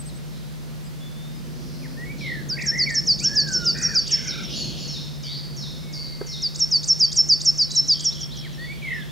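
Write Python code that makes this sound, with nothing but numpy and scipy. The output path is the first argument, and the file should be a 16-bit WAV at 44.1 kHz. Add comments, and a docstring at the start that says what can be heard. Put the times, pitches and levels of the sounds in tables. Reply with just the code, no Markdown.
"""A coal tit sings close by in a garden: two runs of alternating low slurs and high whips, each note
repeated by a fading echo off a wall. A blackbird warbles, a chiffchaff calls and other small birds
chirp and trill further off, washed out by the trees. Every bird note is a tone gliding along a contour.
Under them lies a bed of far traffic rumble, steady motor hum and soft hiss; something knocks once."""
import sys
import numpy as np
from scipy import signal
from scipy.fft import rfft, irfft
from scipy.io import wavfile
from scipy.ndimage import uniform_filter1d

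SR = 44100
rng = np.random.default_rng(int(sys.argv[2]) if len(sys.argv) > 2 else 0)


def pcm_store(signal):
    """Save signal as 16-bit PCM."""
    levels = np.round(np.clip(np.atleast_2d(signal), -1, 1) * 32767)
    wavfile.write(sys.argv[1], SR, levels.astype(np.int16).T)


N = 401751
TIME = np.arange(N) / SR


def gain_of(db):
    """Decibels to amplitude."""
    return 10 ** (np.asarray(db) / 20)


def curve_at(points, hz):
    """Reads a curve on a log-frequency axis."""
    point_hz, value = np.transpose(points)
    return np.interp(np.log(hz + 1), np.log(point_hz + 1), value)


def add(mix, start_s, sound):
    """Mixes a sound onto a track."""
    part = mix[max(round(start_s * SR), 0):][:len(sound)]
    part += sound[:len(part)]


def drift(t, hz):
    """A smooth random wobble of unit size, moving at rates up to hz."""
    rates = np.geomspace(hz / 4, hz, num=10)[:, None]
    return np.sin(2 * np.pi * (rates * t + rng.random(rates.shape))).sum(0) / np.sqrt(5)


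def note(start_s, length_s, start_hz, middle_hz, end_hz, level_db, peak_at, *warble, fade_db):
    """A note's contour: pitch arcs; level and any warble peak at the fraction peak_at of its length."""
    progress = np.linspace(0, 1, num=25)
    arc = np.polyfit([0, .5, 1], [start_hz, middle_hz, end_hz], 2)
    peak_at = np.clip(peak_at, .02, .98)
    off_peak = np.maximum(1 - progress / peak_at, (progress - peak_at) / (1 - peak_at))
    shape_db = fade_db * off_peak ** 1.5
    contour = [start_s + length_s * progress, np.polyval(arc, progress), level_db + shape_db]
    return np.transpose(contour + [depth * gain_of(shape_db) for depth in warble])


def repeated(contours, cues):
    """The same notes sung again at each cue, at its own level."""
    return [c + np.array([s, 0, db, 0])[:c.shape[1]] for s, db in cues for c in contours]


def tone(contour, jitter, warble_rate_hz):
    """A sine gliding along rows of time, pitch, level and optional warble depth; gives start and sound."""
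    times, *columns = np.transpose(contour)
    t = np.arange(times.min(), times.max(), 1 / SR)
    hz, db, *depth = (uniform_filter1d(np.interp(t, times, c), size=130) for c in columns)
    hz = hz * (1 + jitter * drift(t, 220))
    if depth:
        # the warble is uneven in speed and depth, and the level flutters with it
        rate_hz = warble_rate_hz * (1 + .15 * drift(t, 35))
        swing = np.sin(2 * np.pi * np.cumsum(rate_hz) / SR)
        hz = hz + depth[0] * swing * gain_of(-2 + 1.8 * drift(t, 40))
        db = db + 1.2 * drift(t, 55)
    fades = signal.windows.tukey(len(t), min(0.0023 * SR / len(t), 1))
    return t[0], np.sqrt(2) * gain_of(db) * fades * np.sin(2 * np.pi * np.cumsum(hz) / SR)


def phrase(contours, jitter, warble_rate_hz=0.):
    """All the notes of one voice on one track; more pitch jitter makes it hoarser."""
    track = np.zeros(N)
    for contour in contours:
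        add(track, *tone(contour, jitter, warble_rate_hz))
    return track


def reverb(x, t60, spread, treble_share=0.067):
    """Reflections from stones and foliage: a dying cloud of taps, partly different left and right."""
    t = np.arange(SR) / SR
    taps = rng.choice([-1., 1.], (3, SR)) * (rng.random((3, SR)) < 1 / 10) * (t > .001)
    bright = signal.filtfilt(*signal.butter(2, 6300, "high", fs=SR), taps)
    # the air takes the high treble first
    taps = (taps - bright) * gain_of(-60 * t / t60) + bright * gain_of(-60 * t / (treble_share * t60))
    tails = taps[:2] * spread + taps[2]
    tails /= np.linalg.norm(tails, axis=1, keepdims=True)
    return signal.fftconvolve(x[None], tails, axes=1)[:, :N]


# how alike left and right are in the bed: frequency_hz, correlation
BED_CORRELATION = [(20, .5), (45, 0.87), (130, 0.88), (300, 1), (370, 0.5), (430, 0.7), (700, 0.26),
                   (1500, 0.01), (4500, 0.56), (9000, 0.46), (15000, 0.33)]
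def noise_bed(spectrum):
    """Coloured stereo noise at unit rms, near mono in the bass and diffuse above."""
    hz = np.fft.rfftfreq(N, 1 / SR)
    left, other = rfft(rng.standard_normal((2, N)))
    alike = curve_at(BED_CORRELATION, hz)
    right = alike * left + np.sqrt(1 - alike ** 2) * other
    noise = irfft(np.array([left, right]) * gain_of(curve_at(spectrum, hz)), N)
    return noise / np.sqrt(np.mean(noise ** 2))


# EQ of the hiss: frequency_hz, gain_db
AIR_EQ = [(300, 5.5), (800, 2), (1500, 1.5), (2700, -1.5), (4500, -1), (6000, -4), (8000, -9),
          (11000, -9.5), (15500, -12.5)]
def air():
    """The soft, steady hiss of the open air."""
    return gain_of(-46.5) * noise_bed(AIR_EQ)


# EQ of the rumble: frequency_hz, gain_db
TRAFFIC_EQ = [(18, -28), (40, -5.5), (60, 3.5), (90, -5.5), (112, -4.5), (132, 7.5), (170, 3.5), (225, 2),
              (315, -8), (355, -1.5), (410, -9.5), (500, -7.5), (700, -16), (1500, -37.5)]
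# vehicle pass-bys: peak_s, half_width_s, level_db
PASS_BYS = [(.1, 0.42, -50.5), (2.5, 0.88, -42.5), (3.65, 0.34, -39.5), (4.6, 0.3, -39.5),
            (5.75, 0.34, -47), (8.9, 0.92, -50.5)]
def traffic():
    """A far, steady rumble; each vehicle adds its power as it nears and leaves."""
    steady_power = gain_of(-48.5) ** 2
    passing_power = sum(gain_of(db) ** 2 * np.exp(-((TIME - s) / width) ** 2) for s, width, db in PASS_BYS)
    swell_db = 10 * np.log10(steady_power + passing_power)
    rumble = noise_bed(TRAFFIC_EQ)
    # the deep rumble comes from all around and swells less
    deep = signal.filtfilt(*signal.butter(2, 100, fs=SR), rumble)
    return gain_of(swell_db + 3.5) * (rumble - deep) + gain_of(-27 + 0.31 * swell_db) * deep


# hum and whine tones: pitch_hz, level_db, left_lead_rad
HUM_TONES = [(151.8, -34.5, 2.5), (610, -59, 3.5), (15623, -81, -5)]
def motor_hum():
    """A steady motor hum and a thin electrical whine, wavering slightly in phase."""
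    hum = np.zeros((2, N))
    for hz, db, left_lead in HUM_TONES:
        phase = 2 * np.pi * hz * TIME + .06 * drift(TIME, 3.1)
        hum += np.sqrt(2) * gain_of(db) * np.sin([phase + left_lead, phase])
    return hum


# engine drones: start_s, length_s, start_hz, middle_hz, end_hz, level_db, peak_at
ENGINE_DRONES = [(1.1, 1.45, 225, 258, 316, -43, 0.5), (2.05, 1.27, 140.1, 142.3, 145, -35, 0.3),
                 (2.8, 1.53, 142.1, 156.8, 148.4, -37, 0.5), (4.55, 1.19, 143.6, 141, 137.9, -36.5, 0.6),
                 (8.15, 0.77, 134.2, 132.6, 136.7, -42, 0)]
def far_engines():
    """Rough drones that swell and fade; the low ones beat with the hum."""
    return gain_of(-4.5) * phrase([note(*row, fade_db=-5.5) for row in ENGINE_DRONES], jitter=0.11)


# ring of the wood: pitch_hz, level_db, t60_s
WOOD_MODES = [(413, -20, 0.03), (497, -35, 0.037), (915, -33, .03), (1300, -35, 0.032), (1560, -32, 0.02)]
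def knock():
    """A dull double contact on wood, with two faint bounces."""
    t = np.arange(SR // 5) / SR
    ring = sum(gain_of(db - 60 * t / t60) * np.sin(2 * np.pi * hz * t) for hz, db, t60 in WOOD_MODES)
    ring *= 1 - np.exp(-(t / 0.00053) ** 2)  # a soft contact
    hits = np.zeros(N)
    for start_s, level_db in [(6.2092, -15), (6.2125, 0.5), (6.228, -26), (6.247, -14.5)]:
        add(hits, start_s, gain_of(level_db) * ring)
    return hits + gain_of(-9) * reverb(hits, t60=0.075, spread=2.4)


# one burst of twitter: offset_s, length_s, start_hz, middle_hz, end_hz, level_db, peak_at
TWITTER_NOTES = [(0.0047, 0.076, 2900, 4100, 5000, -39.5, .8), (0.057, .11, 4550, 4350, 4150, -37.5, .15),
                 (0.0087, .06, 5600, 2800, 6400, -44, 0), (.06, 0.037, 6980, 6900, 6780, -37, 0.4),
                 (0.12, 0.043, 6550, 6500, 6400, -45, 0.8)]
# its two cues: start_s, level_db
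TWITTER_CUES = [(4.495, -1), (4.733, -8.5)]
# single chirps and scratchy notes: start_s, length_s, start_hz, middle_hz, end_hz, level_db, peak_at
CHIRP_NOTES = [(2.225, 0.101, 3100, 4220, 4200, -52, 0.13), (2.193, 0.074, 2600, 3270, 3200, -63, .45),
               (5.23, 0.15, 3000, 3920, 5100, -42.5, 0.96), (6.017, 0.05, 4500, 4150, 3800, -48.5, 0.4),
               (5.223, .13, 2400, 2100, 1850, -60, 0), (5.772, 0.64, 2240, 2120, 2100, -64, 0),
               (8.582, 0.061, 4230, 4500, 4490, -49.5, .5), (8.583, 0.0677, 3620, 3500, 3400, -52, 0.3),
               (8.872, 0.073, 2750, 2700, 4000, -53.5, 0), (8.932, 0.044, 5230, 5260, 5200, -53, 0)]
SCRATCH_NOTES = [(.3, .1, 4190, 3900, 3700, -49, 0), (1.396, .6, 5310, 5110, 4740, -48, 0.52),
                 (2.177, 0.088, 4470, 3760, 3270, -38.5, 0), (3.991, 0.35, 3494, 3200, 3365, -41, 0.24),
                 (4.355, .55, 3294, 3296, 2890, -40, 0.18), (4.484, .16, 5010, 5530, 5380, -32, 0),
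                 (4.754, 0.14, 5190, 5280, 5080, -36, 0), (4.496, .18, 9900, 10300, 10400, -45, .45),
                 (4.76, .17, 10400, 10600, 10600, -59, .5), (8.299, .25, 4340, 3820, 2960, -43.5, 0),
                 (8.6, 0.44, 3300, 3430, 3560, -46.5, 0.62)]
def far_birds():
    """Slightly hoarse twitters and chirps and very hoarse scratches, smeared by the trees."""
    twitter = repeated([note(*row, fade_db=-8.5) for row in TWITTER_NOTES], TWITTER_CUES)
    chirps = [note(*row, fade_db=-8.5) for row in CHIRP_NOTES]
    song = phrase(twitter + chirps, jitter=.013)
    scratches = phrase([note(*row, fade_db=-12) for row in SCRATCH_NOTES], jitter=0.11)
    wet_song = gain_of(-8.5) * song + reverb(song, t60=.7, spread=.28)
    return gain_of(4) * wet_song + gain_of(-4) * reverb(scratches, t60=1.0, spread=0.54)


# thin whistles: start_s, length_s, start_hz, middle_hz, end_hz, level_db, peak_at
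WHISTLE_NOTES = [(0, 0.028, 8220, 8100, 7800, -43, 0), (0.05, .05, 7980, 8180, 8050, -48, 0.4),
                 (0.14, .05, 7850, 8080, 8100, -57, .5), (0.057, .055, 6500, 4630, 3700, -54, 0.8),
                 (.825, .065, 7140, 7720, 7100, -60, .6), (1.0, 0.12, 3410, 3490, 3520, -53.5, 0.15),
                 (1.153, 0.21, 3490, 3640, 3630, -54.5, 0), (.83, .09, 4900, 4950, 5000, -62, .5),
                 (1.3, 0.12, 5180, 5050, 4800, -58, .6), (7.049, 0.072, 3170, 3180, 3280, -52.5, 0.8),
                 (7.665, 0.13, 3990, 3990, 3945, -40.5, 1), (9.003, 0.025, 3290, 3620, 3030, -44.5, 0.95),
                 (9.08, 0.039, 3170, 3470, 3700, -48, 0.9)]
# trills: start_s, level_db
TRILL_CUES = [(7.941, -43), (8.14, -44.5), (8.343, -45)]
def small_birds():
    """Nearer birds: thin whistles, and trills of tiny falling slurs, each run led by an upward slur."""
    song = phrase([note(*row, fade_db=-15) for row in WHISTLE_NOTES], jitter=0.0054)
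    trill_rate_hz = 78
    for s, db in TRILL_CUES:
        lead_in = [(s - .04, 3350, db - 10), (s - .02, 3750, db), (s, 4200, db + 0.5)]
        slurs = [[(at, 3600, db - 20), (at + 0.005, 3250, db + 3.5), (at + 0.011, 3000, db - 16)]
                 for at in s + np.arange(9) / trill_rate_hz]
        song += phrase([lead_in], jitter=0.025) + phrase(slurs, jitter=0.024)
    return gain_of(5) * song + gain_of(-4) * reverb(song, t60=0.7, spread=0.37)


def plunge(start_s, length_s, top_hz, held_hz, fall_s, level_db):
    """The contour of a note that drops onto a held pitch, growing as it lands and fading as it is held."""
    t = np.linspace(0, length_s, num=40)
    height = np.exp(-t / fall_s)
    shape_db = -10 * height ** 2 - 7 * t / length_s
    return np.transpose([start_s + t, held_hz + (top_hz - held_hz) * height, level_db + shape_db])


# two-step "chiff" and one-step "chaff": offset_s, length_s, top_hz, held_hz, fall_s, level_db
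CHIFF_STEPS = [(0, 0.063, 7400, 5287, .007, 0), (0.04, 0.062, 5360, 3522, .018, -0.5)]
CHAFF_STEPS = [(0, .115, 7600, 4550, .0055, 0)]
# their cues: start_s, level_db
CHIFF_CUES = [(.04, -63), (0.259, -63), (2.175, -50.5), (3.542, -48.5), (4.24, -38), (4.875, -38),
              (5.562, -40), (6.264, -38.5), (6.87, -56)]
CHAFF_CUES = [(3.86, -40), (5.228, -39.5), (5.926, -38), (6.59, -52)]
def chiffchaff():
    """Plunging notes at an easy pace, washed out by the trees."""
    notes = repeated([plunge(*row) for row in CHIFF_STEPS], CHIFF_CUES)
    notes += repeated([plunge(*row) for row in CHAFF_STEPS], CHAFF_CUES)
    direct = phrase(notes, jitter=.005)
    smeared = phrase(notes, jitter=.022)  # stirring leaves smear the pitch of what they throw back
    return gain_of(-1.5) * direct + gain_of(5) * reverb(smeared, t60=0.98, spread=0.13)


# opening motif: offset_s, length_s, start_hz, middle_hz, end_hz, level_db, peak_at, warble_depth_hz
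MOTIF_NOTES = [(0, 0.055, 2560, 2104, 1410, -42, 0.6, 0), (0.15, 0.079, 1780, 1894, 1960, -35, 1, 0),
               (0.238, 0.0675, 2235, 2215, 2450, -35, .7, 2),
               (.39, .14, 2385, 2080, 1894, -27.5, 0.81, 126), (0.528, .08, 1800, 1727, 1610, -34.5, 0, 38)]
# its two cues: start_s, level_db
MOTIF_CUES = [(1.819, -2), (8.429, 0)]
# flourish: start_s, length_s, start_hz, middle_hz, end_hz, level_db, peak_at, warble_depth_hz
FLOURISH_NOTES = [(2.509, 0.057, 1430, 1557, 1660, -42.5, 1, 0),
                  (2.568, 0.095, 2050, 2183, 1780, -31, .3, 400),
                  (2.665, .045, 1730, 1656, 1640, -37, 0.32, 40),
                  (2.715, .128, 1764, 2034, 1900, -28, 0.47, 122),
                  (2.862, 0.052, 2364, 2090, 1800, -25.5, 0.16, -10),
                  (2.9, 0.092, 1860, 1792, 1730, -33.5, 0, -3),
                  (3.202, 0.073, 2230, 2810, 3550, -40, .2, 13),
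                  (3.22, .085, 1334, 1612, 1654, -43, .95, 2),
                  (3.293, 0.21, 1660, 1704, 1610, -34, 0.11, 40.5),
                  (3.458, .26, 1620, 1455, 1382, -36, 0.17, 23),
                  (3.52, 0.23, 3100, 2920, 2780, -52.5, .8, 0),
                  (3.905, 0.069, 1780, 1604, 1290, -34.5, 0, 66)]
# buzz voices: the flourish's columns, then warble_rate_hz
BUZZ_NOTES = [(3.745, .17, 1650, 1720, 1580, -36.5, 0.5, 390, 94),
              (3.75, .22, 2400, 2470, 2370, -45, 0.4, 75, 76),
              (4.09, .08, 3300, 2350, 1900, -41.5, .2, 330, 87),
              (4.17, .28, 2130, 2270, 2280, -42.5, 0.4, 200, 29),
              (4.11, .33, 1760, 1570, 1420, -42.5, 0.93, 150, 31)]
def blackbird():
    """A fluty motif, a warbled flourish, harsh two-voiced buzzes in uneven pulses, the motif again."""
    motifs = repeated([note(*row, fade_db=-11.5) for row in MOTIF_NOTES], MOTIF_CUES)
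    flourish = [note(*row, fade_db=-6.5) for row in FLOURISH_NOTES]
    buzzes = sum(phrase([note(*row, fade_db=-3)], jitter=.025, warble_rate_hz=rate)
                 for *row, rate in BUZZ_NOTES)
    flutes = phrase(motifs + flourish, jitter=.006, warble_rate_hz=51.55)
    pulsing = gain_of(-1.5 + 2 * drift(TIME, 38))
    song = flutes + pulsing * buzzes
    pan = gain_of([[-.8], [.6]])
    return (gain_of(-1) * song + gain_of(-10) * reverb(song, t60=.42, spread=2.5)) * pan


# EQ of the wall's echo: frequency_hz, gain_db
WALL_EQ = [(3500, -14), (4500, -15), (5000, -6), (5700, 0), (6800, -2), (8000, -10)]
def wall_echo(song, delay_s):
    """Three evenly spaced, fading repeats, coloured and blurred by a rough wall."""
    repeats = np.zeros(N)
    for bounce, level_db in enumerate([-15, -24, -33], start=1):
        add(repeats, bounce * delay_s, gain_of(level_db) * song)
    eq = gain_of(curve_at(WALL_EQ, np.fft.rfftfreq(2 * N, 1 / SR)))
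    repeats = irfft(rfft(repeats, 2 * N) * eq)[:N]
    return repeats + gain_of(-7) * reverb(repeats, t60=.07, spread=.3)


# note shapes: offset_s, pitch_hz, level_db
LOW_SLUR = [(-.021, 8500, -42), (-.016, 7300, -27), (-.01, 6200, -11), (-.005, 5600, -5), (0, 5300, -1),
            (.01, 4990, 0), (.02, 4760, 1), (.03, 4590, .5), (.04, 4520, -2), (.045, 4510, -5),
            (.049, 4520, -35)]  # a falling slur
HIGH_WHIP = [(-.06, 3400, -40), (-.057, 3550, -24), (-.05, 4300, -19), (-.047, 5100, -7),
             (-.042, 7300, -20), (-.037, 8400, -35), (-.028, 8650, -35), (-.018, 8200, -29),
             (-.011, 7350, -13.5), (0, 5900, -3.5), (.006, 5560, -2), (.018, 5390, 1), (.03, 5330, -.8),
             (.04, 5410, -2.5), (.045, 5440, -30)]  # whips upward, then falls to a held pitch
WHIP_SECOND_VOICE = [(-.062, 5900, -35), (-.056, 6600, -18), (-.05, 7400, -27), (-.044, 8900, -43)]  # the other side of the syrinx joins as the whip starts
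# cues for the low and high notes: time_s, level_db, pitch_ratio, length_ratio
LOW_CUES = [(2.501, -25.5, 1.01, 1), (2.795, -19, 0.98, 1.1), (3.083, -15.5, 0.99, 1.13),
            (3.369, -16, 0.98, 1.14), (3.665, -17.5, 1, 1.1), (3.959, -16, 1, 0.98), (6.433, -22, 1, 0.99),
            (6.726, -16, 0.99, 1.09), (7.01, -14, 1.009, 1.04), (7.3, -13, 1, 1),
            (7.593, -16.5, 0.99, 1.11), (7.893, -15, 1.002, 1.06)]
HIGH_CUES = [(2.672, -20.3, 1.006, 1.04), (2.957, -18.8, 0.995, 1.12), (3.247, -15.6, 1.007, 0.99),
             (3.54, -18.6, 1.0, 1.11), (3.834, -19.4, 1.029, 1.03), (4.123, -16.5, 1.003, 0.93),
             (6.606, -17.6, 1.006, 1.0), (6.891, -14.6, 1.002, 1.03), (7.175, -13.6, 1.001, 0.99),
             (7.464, -13.9, 0.996, 1.02), (7.765, -14.9, 1.002, 1.03), (8.057, -16.6, 1.01, 1.08)]
# how strongly the voice carries to the wall and the trees: time_s, gain_db
SEND_LEVEL = [(2.6, 3.5), (4.15, 6), (6.5, 2), (8.1, 2.5)]
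def coal_tit():
    """Two learned note shapes, each time a little different in pitch, length and strength."""
    song = np.zeros(N)
    for cues, shape in ((LOW_CUES, LOW_SLUR), (HIGH_CUES, HIGH_WHIP), (HIGH_CUES, WHIP_SECOND_VOICE)):
        notes = [np.array(shape) * (length, pitch, 1) + (s, 0, db) for s, db, pitch, length in cues]
        song += phrase(notes, jitter=0.0061)
    send = song * gain_of(np.interp(TIME, *np.transpose(SEND_LEVEL)))
    echo = wall_echo(send, delay_s=.158)
    # the bird turns its head, so the nearby reflections keep changing
    head_angle = 2 * np.pi * 0.427 * TIME
    near = sum(reverb(song * aim, t60=.11, spread=.25, treble_share=.9)
               for aim in (np.cos(head_angle), np.sin(head_angle)))
    trees = reverb(send, t60=0.77, spread=0.22, treble_share=0.66)
    pan = gain_of([[-.6], [.1]])
    return (song + echo + gain_of(-11.5) * near + gain_of(-16) * trees) * pan


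def scene():
    """The garden in stereo: birds over a bed that leans slightly right."""
    birds = coal_tit() + blackbird() + chiffchaff() + far_birds() + small_birds()
    bed_pan = gain_of([[-.6], [.6]])
    bed = traffic() * bed_pan + far_engines() + air() * bed_pan + motor_hum()
    return birds + bed + knock()


def record(dry):
    """A steep low-pass trims the very top of the mix."""
    low_pass = signal.firwin(511, cutoff=15850, window=("kaiser", 9), fs=SR)
    return signal.oaconvolve(dry, low_pass[None], "same")


dry = scene()
out = record(dry)
pcm_store(out)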